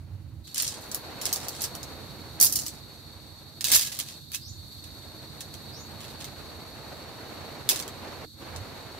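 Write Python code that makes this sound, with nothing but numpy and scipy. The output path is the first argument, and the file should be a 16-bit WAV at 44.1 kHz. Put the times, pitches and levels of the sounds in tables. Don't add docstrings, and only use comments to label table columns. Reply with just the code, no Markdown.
import sys
import numpy as np
from scipy import signal
from scipy.fft import rfft, irfft
from scipy.io import wavfile

SR = 44100
rng = np.random.default_rng(int(sys.argv[2]) if len(sys.argv) > 2 else 0)


def persist_wave(psi):
    counts = np.round(np.clip(psi, -1, 1) * 32767).astype(np.int16)
    wavfile.write(sys.argv[1], SR, np.atleast_2d(counts).T)


N = 396459
TIME = np.arange(N) / SR
FREQS = np.maximum(np.fft.rfftfreq(N, 1 / SR), 1)
SHORT_SIZE = 8192


def from_db(db):
    return 10 ** (np.asarray(db) / 20)


def rms_one(x):
    return x / np.sqrt(np.mean(x ** 2) + 1e-20)


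def level(rows):
    return from_db(np.interp(TIME, *np.transpose(rows)))


def at_hz(points, hz):
    freqs, values = np.transpose(points)
    return np.interp(np.log(hz), np.log(freqs), values)


def drift(rate_hz):
    spectrum = rfft(rng.standard_normal(N))
    return rms_one(irfft(spectrum / (1 + (FREQS / rate_hz) ** 2), N))


# frequency in Hz, likeness (0 is unrelated, 1 and above is the same).
LIKENESS = [(60, 1.1), (300, 0.62), (700, 0.64), (1400, 0.44), (3100, 0.21), (7000, 0.04)]
# frequency in Hz, left minus right in dB.
BALANCE_DB = [(60, -4.5), (110, -8), (200, -7), (380, -1), (700, -0.5), (2400, -1), (4400, -2), (8100, 0),
              (15000, 1)]


def ambience(gain):
    mid, side = rfft(rng.standard_normal((2, N)))
    alike = np.clip(at_hz(LIKENESS, FREQS), 0, 1)
    signs = np.array([[1], [-1]])
    pair = np.sqrt(1 + alike) * mid + np.sqrt(1 - alike) * side * signs
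    balance = from_db(signs * at_hz(BALANCE_DB, FREQS) / 2)
    return rms_one(irfft(pair * gain * balance, N))


def swell(s, hold_s, db, rise_db_per_s, fall_db_per_s):
    early = np.maximum(s - TIME, 0)
    late = np.maximum(TIME - s - hold_s, 0)
    return from_db(np.maximum(db - rise_db_per_s * early - fall_db_per_s * late, -200))


def add(out, sound, s, pan_db):
    start = int(s * SR)
    panned = sound * from_db([[pan_db / 2], [-pan_db / 2]])
    out[:, start:start + SHORT_SIZE] += panned[:, :N - start]


# time in seconds, relative level in dB.
RUSH_LEVEL = [(0.0, -63.5), (0.42, -69), (0.77, -50), (1.2, -45.5), (2.0, -49.5), (2.5, -54), (3.5, -59.5),
              (4.15, -58), (4.96, -56), (6.13, -50.5), (8.24, -45.5), (8.99, -48.5)]
# frequency in Hz, relative strength in dB per Hz.
RUSH_COLOUR = [(100, -7), (220, -2.5), (450, 0), (800, -2), (1200, -5.5), (1700, -9), (2500, -11.5),
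               (3500, -16.5), (6000, -21), (12000, -35)]


def rush(rush_db=3.5, flutter_db=1.34):
    flutter = from_db(rush_db + flutter_db * drift(23))
    return level(RUSH_LEVEL) * flutter * ambience(from_db(at_hz(RUSH_COLOUR, FREQS)))


# start in seconds, hold in seconds, recovery in seconds, full change in dB.
DIPS = [(4.185, 0.23, 0.54, -9.5), (8.248, 0.061, 0.093, -28.5)]
DIP_ONSET_S = 0.02


def dips_db():
    total = np.zeros(N)
    for s, hold_s, recovery_s, depth_db in DIPS:
        corners = s + np.cumsum([0, DIP_ONSET_S, hold_s, recovery_s])
        total += np.interp(TIME, corners, [0, depth_db, depth_db, 0])
    return total


# time in seconds, relative level in dB.
INSECT_LEVEL = [(0.43, -69), (0.45, -52), (1.5, -48.5), (3.5, -53.5), (4.7, -50), (8.99, -51.5)]
# centre in Hz, width in Hz, relative strength in dB.
INSECT_BANDS = [(3670, 270, -5.5), (3910, 470, -1), (4393, 292, 4.5), (11670, 970, -13),
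                (12340, 1240, -13.5)]
# frequency in Hz, relative strength in dB per Hz.
INSECT_HISS = [(500, -25), (1500, -3), (3100, -30), (4800, 1), (6200, 3), (7300, 0), (8600, 3.5),
               (9600, -4.5), (11000, -2.5), (14000, -16), (15300, -5)]


def insects(chorus_db=2.5, hiss_db=-19, throb_db=0.9, throb_rate_hz=25):
    power = from_db(at_hz(INSECT_HISS, FREQS) + hiss_db) ** 2
    for hz, width_hz, band_db in INSECT_BANDS:
        band = from_db(band_db) / (1 + (2 * (FREQS - hz) / width_hz) ** 2)
        power = power + band ** 2
    throb = from_db(chorus_db + throb_db * drift(throb_rate_hz))
    return level(INSECT_LEVEL) * throb * ambience(np.sqrt(power))


# time in seconds, relative level in dB.
ENGINE_LEVEL = [(0.5, -52), (2.45, -45), (3.0, -51), (4.3, -51.5), (5.6, -48), (8.99, -51)]
# frequency in Hz, relative strength in dB per Hz.
ENGINE_COLOUR = [(20, -42), (40, -39), (55, -3), (85, 0), (150, -0.5), (185, -9), (330, -7.5), (380, -18.5),
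                 (700, -51), (1500, -37)]
# multiple of the firing rate, relative strength in dB.
ENGINE_ORDERS = [(2, 2), (3, -0.5), (5, -3), (7, -4.5), (9, -20), (12, -15), (14, -20)]
FIRING_HZ = 44.72


def engine(tone_db=-6, wander=0.00414, waver_db=1.5, throb_hz=13.3, throb_db=2.0):
    phase = 2 * np.pi * np.cumsum(FIRING_HZ * (1 + wander * drift(2.68))) / SR
    tones = np.zeros(N)
    for multiple, db in ENGINE_ORDERS:
        tones += from_db(db + waver_db * drift(4.4)) * np.sin(round(multiple) * phase)
    stereo_tones = rms_one(tones) * from_db(tone_db + np.array([[-4], [3]]))
    throb = np.sin(2 * np.pi * throb_hz * TIME + 2 * drift(1.3))
    rumble = from_db(throb_db * throb) * ambience(from_db(at_hz(ENGINE_COLOUR, FREQS)))
    return level(ENGINE_LEVEL) * (rumble + stereo_tones)


# start in seconds, length in seconds, first pitch in Hz, last pitch in Hz,
# bend of the glide (1 is straight), relative level in dB.
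BIRD = [(4.409, 0.096, 4750, 7500, 1.9, -44.5), (5.69, 0.13, 3700, 7040, 0.8, -45.5)]


def bird(woods_t60_s=0.32, direct=0.37, quaver=0.016):
    out = np.zeros((2, N))
    t = np.arange(SHORT_SIZE) / SR
    for s, length_s, first_hz, last_hz, bend, db in BIRD:
        progress = np.clip(t / length_s, 0, 1)
        glide = first_hz + (last_hz - first_hz) * progress ** bend
        hz = glide * (1 + quaver * drift(150)[:SHORT_SIZE])
        envelope = (4 * progress * (1 - progress)) ** 0.12
        whistle = envelope * np.sin(2 * np.pi * np.cumsum(hz) / SR)
        woods = rng.standard_normal((2, SHORT_SIZE)) * from_db(-60 * t / woods_t60_s)
        woods = rms_one(woods) / np.sqrt(SHORT_SIZE)
        smeared = signal.fftconvolve(woods, whistle[None])[:, :SHORT_SIZE]
        add(out, from_db(db) * (direct * whistle + smeared), s, pan_db=-2)
    return out


# time of full strength in seconds, hold in seconds, relative level in dB.
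LOW_SOUNDS = [(0.0, 0.42, -43), (0.658, 0.047, -46), (3.72, 0.054, -46), (4.478, 0.17, -45),
              (8.51, 0.12, -43.5)]
# frequency in Hz, relative strength in dB per Hz.
LOW_COLOUR = [(30, -35), (60, -6.5), (98, 5.5), (120, -4.5), (160, -11), (260, -29), (800, -66)]


def low_sounds(low_db=1, edge_db_per_s=400):
    gain = sum(swell(s, hold_s, db, edge_db_per_s, edge_db_per_s) for s, hold_s, db in LOW_SOUNDS)
    return gain * from_db(low_db) * ambience(from_db(at_hz(LOW_COLOUR, FREQS)))


# time in seconds, relative level in dB.
LANDINGS = [(0.655, -52.5), (2.42, -42), (3.725, -41.5), (7.725, -41.5)]


def groundsheet(swish_db=3.0, rise_db_per_s=260, fall_db_per_s=170):
    gain = sum(swell(s, 0, db, rise_db_per_s, fall_db_per_s) for s, db in LANDINGS)
    return from_db(swish_db) * gain * ambience(from_db(at_hz(RUSH_COLOUR, FREQS)))


# frequency in Hz, relative strength in dB.
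TUBE_MODES = [(1660, 21), (2660, 17.5), (2746, 7), (2815, -10), (4495, -36), (5236, -6.5), (5437, 11),
              (5806, 8), (6378, -15), (6903, -1), (7050, 7), (7281, -7), (8330, 6), (9711, -3), (9983, 8),
              (10745, -1), (11375, 4), (11487, -27), (11760, 3), (12212, -3), (12406, -19), (13183, 10),
              (13527, -1), (13646, -18)]


def tube_ring(t, detune=.0005, series_hz=210):
    bundle_db, bundle_t60_s, section_db, section_t60_s = -21, .18, -5, .06
    hz, mode_db = np.transpose(TUBE_MODES)
    pitches = hz * (1 + detune * rng.standard_normal(len(hz)))
    weights = from_db(mode_db) * rng.standard_normal((2, len(hz)))
    bundle = rms_one(weights @ np.sin(2 * np.pi * pitches[:, None] * t))
    bends = series_hz * rng.uniform(.85, 1.2) * (np.arange(5, 25, 2) / 3) ** 2
    section = rms_one(rng.standard_normal((2, len(bends))) @ np.sin(2 * np.pi * bends[:, None] * t))
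    bundle_fade = from_db(bundle_db - 60 * t / bundle_t60_s)
    return bundle * bundle_fade + section * from_db(section_db - 60 * t / section_t60_s)


def colour(x, spectrum):
    hz = np.maximum(np.fft.rfftfreq(SHORT_SIZE, 1 / SR), 1)
    cepstrum = irfft(np.log(from_db(at_hz(spectrum, hz))))
    cepstrum[1:] *= 2 * (np.arange(1, SHORT_SIZE) < SHORT_SIZE // 2)
    shaped = irfft(rfft(x) * np.exp(rfft(cepstrum)))
    return rms_one(shaped) / np.sqrt(SHORT_SIZE)


# frequency in Hz, relative strength in dB per Hz.
BRIGHT = [(2500, -48.5), (3600, -14), (4600, 3), (5600, 4), (7500, 4), (9500, 3), (12000, -1.5),
          (15500, -21.5)]
METAL = [(5000, -30), (8000, -5), (10700, 3.5), (13300, 1.5), (15500, -2)]
HOLLOW = [(150, -6), (450, -23), (1200, -4), (2000, 1), (2800, 5.5), (4200, 11.5), (6000, -22),
          (10000, -54)]


def contact(scatter_db, snap_db=6, snap_t60_s=0.00099, crack_t60_s=0.02, bounce_db=-8, echo_s=0.0069,
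            crossfeed=0.15):
    t = np.arange(SHORT_SIZE) / SR
    echo_db, echo_t60_s, tail_db, tail_t60_s = -12, .07, -19, .21
    crack = from_db(snap_db - 60 * t / snap_t60_s) + from_db(-60 * t / crack_t60_s)
    rebound_s = rng.uniform(.001, .006)
    rebound = (t > rebound_s) * from_db(bounce_db - 60 * np.abs(t - rebound_s) / crack_t60_s)
    echo = (t > echo_s) * from_db(scatter_db + echo_db - 60 * np.abs(t - echo_s) / echo_t60_s)
    tail = from_db(scatter_db + tail_db - 60 * t / tail_t60_s)
    envelope = np.sqrt(crack ** 2 + rebound ** 2 + echo ** 2 + tail ** 2)
    touch = rng.standard_normal((2, SHORT_SIZE)) * envelope + tube_ring(t)
    blended = touch + crossfeed * touch[::-1]
    return colour(touch, BRIGHT), colour(touch, METAL), colour(blended, HOLLOW)


# start in seconds, swell in seconds, settling in seconds,
# relative bright level in dB, metallic part against the bright in dB, relative hollow level in dB.
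SLIDES = [(0.468, 0.011, 0.12, -43, -5, -49.5), (0.55, 0.043, 0.29, -24, -10, -35),
          (0.81, 0.01, 0.25, -47.5, 6, -62), (1.21, 0.06, 0.17, -29.5, -8, -36.5),
          (1.37, 0.065, 0.11, -35.5, -5, -47), (1.52, 0.035, 0.2, -36.5, -8, -44),
          (1.604, 0.039, 0.041, -25, -9, -38.5), (2.403, 0.028, 0.12, -14, -0.5, -34),
          (2.52, 0.039, 0.24, -26, -4, -45), (3.645, 0.0075, 0.51, -20.5, -2, -28.5),
          (3.714, 0.024, 0.15, -10.5, -1, -21), (3.985, 0.013, 0.057, -42, -5, -42),
          (4.07, 0.018, 0.17, -39.5, -7, -44.5), (4.325, 0.031, 0.013, -31, -2, -37),
          (6.0, 0.013, 0.24, -40, -1, -41.5), (6.19, 0.015, 0.15, -39, -4, -42.5),
          (7.692, 0.012, 0.12, -19.5, -4, -26.5)]
SWELL_DB, SETTLE_DB = 8.5, 30


def rattle(per_s=220, spread_db=6.0, bright_db=-4, hollow_db=-2, pan_db=-2.0, count=24):
    out = np.zeros((2, N))
    sections = [contact(scatter_db=-2) for _ in range(count)]
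    for start, swell_s, settle_s, high_db, top_db, low_db in SLIDES:
        draws = rng.random((int((swell_s + settle_s) * per_s), 3))
        forces = from_db(spread_db * np.minimum(np.log(1 / draws[:, 1]), 2))
        forces = rms_one(forces) * np.sqrt(SR / per_s)
        for k, (late, _, which) in enumerate(draws):
            age = (k + late) / per_s
            effort_db = np.interp(age, [0, swell_s, swell_s + settle_s], [-SWELL_DB, 0, -SETTLE_DB])
            bright, metal, hollow = sections[int(which * count)]
            treble = from_db(high_db + bright_db) * (bright + from_db(top_db) * metal)
            body = from_db(low_db + hollow_db) * hollow
            add(out, forces[k] * from_db(effort_db) * (treble + body), start + age, pan_db)
    return out


# time in seconds, relative strength in dB,
# metallic top against that strength in dB.
CLACKS = [(0.545, -17.5, -15), (0.5798, -10.5, -15), (0.623, -13, -10), (0.6684, -22, -18),
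          (0.6784, -12.5, -21), (0.9151, -19, -15), (0.9463, -15.5, -8), (1.2166, -20.5, -10.5),
          (1.255, -9.5, -15), (1.3279, -7, -13), (1.3598, -14, -19), (1.484, -16, -12.5),
          (1.6192, -17.5, -8), (1.6392, -13, -14), (1.7514, -22.5, -12), (1.8305, -22, -17),
          (2.4008, -6.5, -13), (2.4116, -2, -7.5), (2.4268, -12, 1.5), (2.446, -6.5, -6.5),
          (2.4674, -12, -15), (2.5246, -13, -8.5), (2.5581, -8.5, -11), (2.589, -13.5, -17),
          (2.6643, -16.5, -13.5), (2.6818, -18.5, -19), (3.6087, -15.5, -16), (3.643, -8, -13),
          (3.7171, -6, -10), (3.7574, -6, -5.5), (3.8292, -19, -18), (3.872, -21.5, -21),
          (3.922, -22.5, -16), (3.9897, -16.5, -9.5), (4, -13.5, -30), (4.318, -28, -9.5),
          (4.334, -24, -17), (4.3468, -14.5, -14), (4.841, -32, -19), (5.4068, -21, -17),
          (5.5408, -27.5, -18), (6.2436, -23.5, -17), (7.6904, -2.5, -13), (7.6973, -10.5, -9),
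          (7.7596, -16.5, -19), (7.792, -20, -21), (7.8, -20, -14), (7.825, -23, -21),
          (7.8787, -24.5, -14.5), (8.5616, -24.5, -22)]
LET_GO_S = 3.5
GRIPPED_BODY_DB, FREE_BODY_DB = -10.5, 3
GRIPPED_FOLLOWS, FREE_FOLLOWS = 0.45, 0.83
GRIPPED_PAN_DB, FREE_PAN_DB, PAN_SPREAD_DB = -1.5, -3.5, 1.5


def clacks(bright_db=12, metal_db=26):
    out = np.zeros((2, N))
    for s, knock_db, top_db in CLACKS:
        if s < LET_GO_S:
            body_db, pan_db = GRIPPED_BODY_DB + GRIPPED_FOLLOWS * knock_db, GRIPPED_PAN_DB
        else:
            body_db, pan_db = FREE_BODY_DB + FREE_FOLLOWS * knock_db, FREE_PAN_DB
        bright, metal, hollow = contact(scatter_db=5)
        treble = from_db(knock_db) * (from_db(bright_db) * bright + from_db(top_db + metal_db) * metal)
        body = from_db(body_db) * hollow
        add(out, treble + body, s, pan_db + PAN_SPREAD_DB * rng.standard_normal())
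    return out


def scene():
    dips = dips_db()
    dip_share = 0.079
    garden = from_db(dips) * rush() + from_db(dip_share * dips) * (insects() + engine()) + bird()
    return garden + low_sounds() + groundsheet() + rattle() + clacks()


def record(dry):
    bass_cut = signal.butter(2, 30, "high", fs=SR, output="sos")
    top_cut = signal.ellip(10, .1, 80, 15550, fs=SR, output="sos")
    rounded = np.tanh(signal.sosfilt(bass_cut, dry))
    return signal.sosfilt(top_cut, rounded)


dry = scene()
out = record(dry)
persist_wave(out)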